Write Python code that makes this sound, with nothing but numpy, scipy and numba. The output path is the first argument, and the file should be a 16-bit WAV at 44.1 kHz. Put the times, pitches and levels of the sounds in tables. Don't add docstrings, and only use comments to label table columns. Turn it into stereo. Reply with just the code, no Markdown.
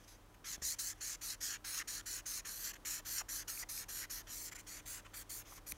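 import sys
import numpy as np
from scipy import signal
from scipy.fft import rfft, irfft
from scipy.io import wavfile
from scipy.ndimage import uniform_filter1d, map_coordinates
from numba import njit

SR = 44100
rng = np.random.default_rng(int(sys.argv[2]) if len(sys.argv) > 2 else 0)


def wav_out(sig):
    wavfile.write(sys.argv[1], SR, np.round(np.clip(np.atleast_2d(sig).T, -1, 1) * 32767).astype(np.int16))


N = 254456
TIME = np.arange(N) / SR

# pitch_hz, rms_db
HUM_TONES = [(31.3, -69.5), (41, -66), (99.9, -69.5), (299.8, -74.5), (329, -82), (999.6, -80.5)]
# frequency_hz, density_db_per_hz
AIR_SPECTRUM = [(23, -35), (34, 3), (65, -2), (130, -7), (350, -8.5), (700, -10.5), (1200, -13),
                (2500, -22.5), (6000, -27), (15000, -30.5)]
# time_s, level_db
ROOM_LEVEL_CURVE = [(0, -1.5), (1.3, -1.5), (2.6, 0), (5.77, -0.04)]
# start_s, peak_db
HAND_BUMPS = [(.505, -51), (.578, -46.5), (.62, -41.5), (5.726, -44)]
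# pitch_hz, width_hz, relative_level_db
TABLE_MODES = [(68.4, 7.1, 9.5), (142, 31, -7), (230, 290, -4.5), (600, 400, -16)]
# pitch_hz, width_hz, relative_level_db
SKIN_MODES = [(1680, 1800, -2.5), (3200, 720, -2), (6100, 1600, -2.5), (10200, 6200, -11.5)]
# time_s, level_db
SLIDE_CURVE = [(0, -70), (.2, -77), (.4, -85), (.75, -69), (.97, -69.5), (1.3, -75), (2.4, -78), (3.3, -81),
               (4.6, -75), (5.1, -74), (5.65, -84), (5.74, -67.5)]
# start_s, peak_db
NIB_SNAGS = [(2.177, -51), (3.5745, -35), (3.776, -31.5), (3.988, -43), (5.7205, -28)]
# pitch_hz, width_hz, relative_level_db
SNAP_MODES = [(2460, 240, 2), (4300, 550, -7), (6560, 1500, -5), (11000, 1100, -3), (13700, 1100, -4)]
# start_s, length_s, pitch_hz, level_db
JUDDERS = [(1.787, 0.042, 1930, -46), (2.45, 0.013, 1790, -56), (2.843, 0.043, 2200, -56),
           (2.997, 0.013, 650, -58), (3.199, 0.022, 1220, -50), (3.207, 0.016, 820, -51),
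           (3.621, 0.023, 2040, -47), (3.625, 0.022, 880, -57), (4.022, 0.035, 1990, -51),
           (4.516, 0.025, 2220, -59), (4.55, 0.07, 2140, -59), (5.049, .03, 1250, -60),
           (5.131, 0.016, 1960, -61), (5.519, 0.013, 1000, -55), (5.575, 0.013, 1030, -57)]
# start_s, length_s, scratch_db, drag_db (re scratch), hiss_db (re scratch),
# pressure_rise_db (start to end), easing_db (at full speed), fastest (share of stroke, 0-1)
PEN_STROKES = [(0.072, 0.1, -61.5, -9.5, -4, -5, 3.0, 0.4), (0.439, 0.13, -46.5, -8, -1, -2.5, 2.5, 0.55),
               (0.615, 0.14, -37.5, -18.5, -3.5, 0.0, 5.5, 0.52),
               (0.784, 0.154, -39.0, -17.5, -3.0, -0.5, 7.5, 0.31),
               (1.003, 0.16, -40.5, -16, -5.0, 4, 4, 0.46), (1.209, 0.15, -44.5, -12, -0.5, 2, 2.5, 0.43),
               (1.403, 0.172, -44.0, -10.0, -3.0, 10.5, -3.0, 0.24),
               (1.64, 0.19, -41.5, -8.5, -0.5, 6.5, 6.5, 0.42),
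               (1.872, 0.147, -42.5, -12.5, -2.5, -0.5, 4.0, 0.33),
               (2.055, 0.16, -44.5, -12.5, -1.5, 6, 2.5, 0.32),
               (2.254, 0.16, -41.0, -14.5, -2.0, 2.5, 5, 0.43),
               (2.445, 0.28, -39.5, -14.0, -0.5, 3.5, 14.5, 0.48),
               (2.847, 0.164, -43.5, -10.5, -2, -1.0, 1.0, 0.4),
               (3.046, 0.18, -42.0, -12.5, -0.5, 8.5, 4.5, 0.47),
               (3.283, 0.155, -43.0, -12.5, -1, -0.5, 2.5, 0.42),
               (3.473, 0.17, -39.0, -15.5, -0.5, -0.5, 15, 0.46),
               (3.686, 0.163, -42.0, -14.0, 1, 1.5, 9, 0.3),
               (3.882, 0.18, -45.5, -9.5, 1.5, 6.5, 4.5, 0.33), (4.095, 0.13, -48, -11, 0, -1.5, 2, 0.39),
               (4.264, 0.24, -45.0, -14.5, -1.0, -0.5, 6.5, 0.57),
               (4.663, 0.15, -51.0, -8.5, -0.5, 4.5, 3, 0.39), (4.853, 0.16, -52, -8, 2, 7, -1.0, 0.33),
               (5.132, 0.104, -52.0, -6.5, 4.5, -0.5, 4.5, 0.51),
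               (5.291, 0.14, -49.5, -11.5, 3.0, 2, 3.5, 0.34), (5.446, 0.15, -53.5, -9.5, -1, 2.5, 8, 0.61),
               (5.658, 0.069, -47, -16, 4, 7.5, 11.5, 0.62)]
# start_s, length_s, scratch_db, drag_db (re scratch), hiss_db (re scratch)
NIB_DABS = [(0.036, 0.018, -64, -11.5, -7), (0.339, 0.016, -73.5, 8.5, 5), (2.731, 0.019, -53.5, -3, -7),
            (2.75, 0.023, -62.5, 4.5, -5), (4.512, 0.028, -52, -2.5, -6.5), (4.545, 0.029, -52.5, -6, -5.5),
            (4.573, 0.045, -56, -4, -3.5), (5.043, 0.035, -69, 11, -3)]
# start_s, length_s, pressure_db
NIB_DIGS = [(.52, 0.043, 6.5), (0.889, .03, 2), (1.292, 0.027, 5), (1.775, 0.026, 4.5), (2.634, 0.054, 4),
            (3.177, 0.03, 9), (4.475, 0.018, 6.5)]
# time_s, nib_pitch_factor, upright (0-1)
PEN_POSE = [(0, 0.89, 0.66), (.9, 1.047, 0.3), (1.6, 0.96, 0.37), (2.3, 1.015, 0.14), (2.55, 1, 0.9),
            (3.2, 1.013, 0.88), (3.6, 0.98, 0.8), (4.2, 0.99, 1), (4.3, 0.99, 0.9), (4.45, 1.06, 0.4),
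            (4.75, 0.97, .2), (4.92, 1.08, 0), (5.38, 1.05, 0.7), (5.5, 0.98, 0.96)]
# nominal_pitch_hz, width_hz, relative_level_db, added_db (pen upright)
BARREL_MODES = [(1364, 610, -4.5, 1), (1944, 710, 5, -1), (2500, 760, -5.5, 4.5), (3390, 1180, -1.5, -2)]
SHANK_MODES = [(4168, 550, -1.5, -2), (4510, 570, -0.12, -7)]
NIB_MODES = [(5450, 1330, -7.5, 2), (6090, 780, -2.5, -0.8), (6890, 940, -0.5, -1.5)]
FIBRE_MODES = [(8350, 1100, 0, -3), (9610, 1350, -1.5, -1.5), (10900, 440, 1.5, -3), (12070, 1700, -6, 8),
               (14470, 2400, -4.5, -2.5)]
SCRATCH_FOLLOW = (0.76, 0.96, 0.96)
DRAG_FOLLOW = (0.14, 0.57, 0.34)
HISS_FOLLOW = (1.066, .7, 0.056)

AIR_DB = -63
LANDING_S, LIFT_S = 0.009, 0.0053
BITE_DB, BITE_S = 9.3, 0.012
TOP_HZ = 15750


def undb(db):
    return 10 ** (np.asarray(db) / 20)


def unit(x):
    return x / np.sqrt(np.mean(x ** 2))


def curve(rows):
    return np.interp(TIME, *np.transpose(rows))


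def arch(start_s, length_s):
    return np.sin(np.pi * np.clip((TIME - start_s) / length_s, 0, 1))


def walk(rate_hz):
    hold = max(int(SR / rate_hz), 2)
    steps = np.repeat(rng.standard_normal(N // hold + 1), hold)
    return unit(uniform_filter1d(steps, hold)[:N])


@njit
def bandpass(x, centre_hz, width_hz):
    y, band, low = np.empty(len(x)), 0., 0.
    for i in range(len(x)):
        w = np.pi * centre_hz[i] / SR
        g = np.tan(w)
        damping = width_hz / centre_hz[i] * 2 * w / np.sin(2 * w)
        v = (band + g * (x[i] - low)) / (1 + g * (g + damping))
        band, low, y[i] = 2 * v - band, low + 2 * g * v, damping * v
    return y


def ring(x, centre_hz, width_hz):
    return bandpass(x, np.clip(centre_hz * np.ones(N), 10, .45 * SR), float(width_hz))


def slips(per_second, spread_db):
    caught = rng.random(N) < per_second / SR
    return caught * rng.standard_normal(N) * undb(spread_db * rng.standard_normal(N))


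def blows(events, modes, push_s, grit):
    out = np.zeros(N)
    for start_s, peak_db in events:
        push = arch(start_s, push_s) * (1 + grit * rng.standard_normal(N))
        sound = sum(undb(mode_db) * ring(push, hz, width_hz) for hz, width_hz, mode_db in modes)
        out += undb(peak_db) * sound / np.abs(sound).max()
    return out


def room_tone(waver_db=1.3):
    hz, density_db = np.transpose(AIR_SPECTRUM)
    bins_hz = np.maximum(np.arange(N // 2 + 1) * SR / N, 1)
    shape = undb(np.interp(np.log(bins_hz), np.log(hz), density_db))
    air = unit(irfft(rfft(rng.standard_normal(N)) * shape, N))
    hum = np.zeros(N)
    for hz, rms_db in HUM_TONES:
        tone = np.sqrt(2) * np.sin(2 * np.pi * (hz * TIME + rng.random()))
        hum += undb(rms_db + waver_db * walk(3.97)) * tone
    return (undb(AIR_DB + 0.071 * walk(11)) * air + hum) * undb(curve(ROOM_LEVEL_CURVE))


def reflections(x, t60_s, wet_db, dull_hz):
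    t = TIME[:SR // 2]
    tail = rng.standard_normal(len(t)) * np.exp(-np.log(1000) * t / t60_s) * (t > .005)
    lowpass = signal.butter(1, dull_hz, fs=SR, output="sos")
    tail = signal.sosfilt(lowpass, tail / np.linalg.norm(tail))
    return undb(wet_db) * signal.fftconvolve(x, tail)[:N]


def table_bumps():
    return blows(HAND_BUMPS, TABLE_MODES, push_s=0.0039, grit=2.4)


def hand():
    brush = np.zeros(N)
    for hz, width_hz, db in SKIN_MODES:
        once = ring(slips(9000, 2.3), hz, width_hz)
        brush += undb(db) * ring(once, hz, width_hz)
    return unit(brush) * undb(curve(SLIDE_CURVE) + 1.6 * walk(21))


def snags():
    return blows(NIB_SNAGS, SNAP_MODES, push_s=0.00206, grit=4.6)


def squeaks(width_hz=260):
    out = np.zeros(N)
    for start_s, length_s, hz, db in JUDDERS:
        touch = arch(start_s, length_s)
        sound = ring(touch * rng.standard_normal(N), hz, width_hz)
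        sound = ring(sound, hz, 3 * width_hz)
        out += undb(db) * sound * np.linalg.norm(touch) / np.linalg.norm(sound)
    return out


def contact():
    gains = np.zeros((3, N))
    follows = (SCRATCH_FOLLOW, DRAG_FOLLOW, HISS_FOLLOW)
    dig_db = sum(db * arch(start_s, length_s) for start_s, length_s, db in NIB_DIGS)
    for start_s, length_s, scratch_db, drag_db, hiss_db, rise_db, easing_db, fastest in PEN_STROKES:
        on = (TIME > start_s) & (TIME < start_s + length_s)
        age_s = TIME[on] - start_s
        skew = np.log(.5) / np.log(fastest)
        speed = np.sin(np.pi * (age_s / length_s) ** skew)
        touching = np.minimum(np.minimum(age_s / LANDING_S, (length_s - age_s) / LIFT_S), 1)
        pressure_db = scratch_db + rise_db * (age_s / length_s - .5)
        pressure_db = pressure_db + BITE_DB * np.exp(-age_s / BITE_S)
        for gain, colour_db, (power, eased, dug) in zip(gains, (0, drag_db, hiss_db), follows):
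            db = pressure_db + colour_db - eased * easing_db * speed ** 2 + dug * dig_db[on]
            gain[on] += touching * speed ** power * undb(db)
    for start_s, length_s, scratch_db, drag_db, hiss_db in NIB_DABS:
        levels = undb([[scratch_db], [scratch_db + drag_db], [scratch_db + hiss_db]])
        gains += levels * arch(start_s, length_s)
    return gains


def rub(modes, grip, pitch_factor, upright, per_second, spread_db, wander_db, drift):
    out = np.zeros(N)
    for hz, width_hz, db, upright_db in modes:
        centre_hz = hz * pitch_factor * (1 + drift * walk(18))
        push = slips(per_second, spread_db) * grip
        level = undb(db + upright_db * upright + wander_db * walk(14))
        out += level * ring(ring(push, centre_hz, width_hz), centre_hz, width_hz)
    return unit(out)


def marker(chatter_hz=430, chatter_jitter=.3, chatter_depth=0.97, tooth_db=1.0, pressure_db=0.43):
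    scratch, drag, hiss = contact()
    time_s, *columns = np.transpose(PEN_POSE)
    lean, upright = (np.interp(TIME, time_s, column) for column in columns)
    tooth = undb(tooth_db * walk(520) + pressure_db * walk(70))
    cycle = np.cumsum(chatter_hz * np.exp(chatter_jitter * walk(300))) / SR
    sticking = (scratch + drag) / (scratch + drag + 4.0 * hiss + 1e-9)
    grip = tooth * np.exp(chatter_depth * sticking ** 2 * (np.cos(2 * np.pi * cycle) - .3))
    barrel = rub(BARREL_MODES, grip, 0.93, upright,
                 per_second=14000, spread_db=1.3, wander_db=1.05, drift=0.037)
    shank = rub(SHANK_MODES, grip, np.sqrt(lean), upright,
                per_second=12000, spread_db=0.5, wander_db=1.84, drift=0.011)
    nib = rub(NIB_MODES, grip, lean, upright,
              per_second=16000, spread_db=2.5, wander_db=1.06, drift=0.021)
    fibres = rub(FIBRE_MODES, grip, np.sqrt(lean), upright,
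                 per_second=24000, spread_db=0.5, wander_db=0.9, drift=0.026)
    out = undb(1.1) * drag * barrel
    out += undb(-8.5) * np.sqrt(scratch * hiss) * shank
    out += undb(-0.12) * scratch * nib
    out += undb(-0.4) * hiss * fibres
    return out


def near_echoes(x, hand_ms=0.783, table_ms=2.3, hand_db=-10, table_db=-13, travel=0.129):
    out = x
    for ms, db in ((hand_ms, hand_db), (table_ms, table_db)):
        delay_s = ms * np.exp(travel * walk(6)) / 1000
        out = out + undb(db) * map_coordinates(x, [(TIME - delay_s) * SR], order=3)
    return out * np.linalg.norm(x) / np.linalg.norm(out)


def scene():
    pen = near_echoes(marker()) + squeaks() + snags()
    close = pen + hand() + table_bumps()
    sound = close + reflections(close, t60_s=.3, wet_db=-24.0, dull_hz=4550) + room_tone()
    return np.array([sound, sound])


def record(dry):
    return signal.sosfilt(signal.ellip(12, .1, 80, TOP_HZ, fs=SR, output="sos"), dry)


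dry = scene()
out = record(dry)
wav_out(out)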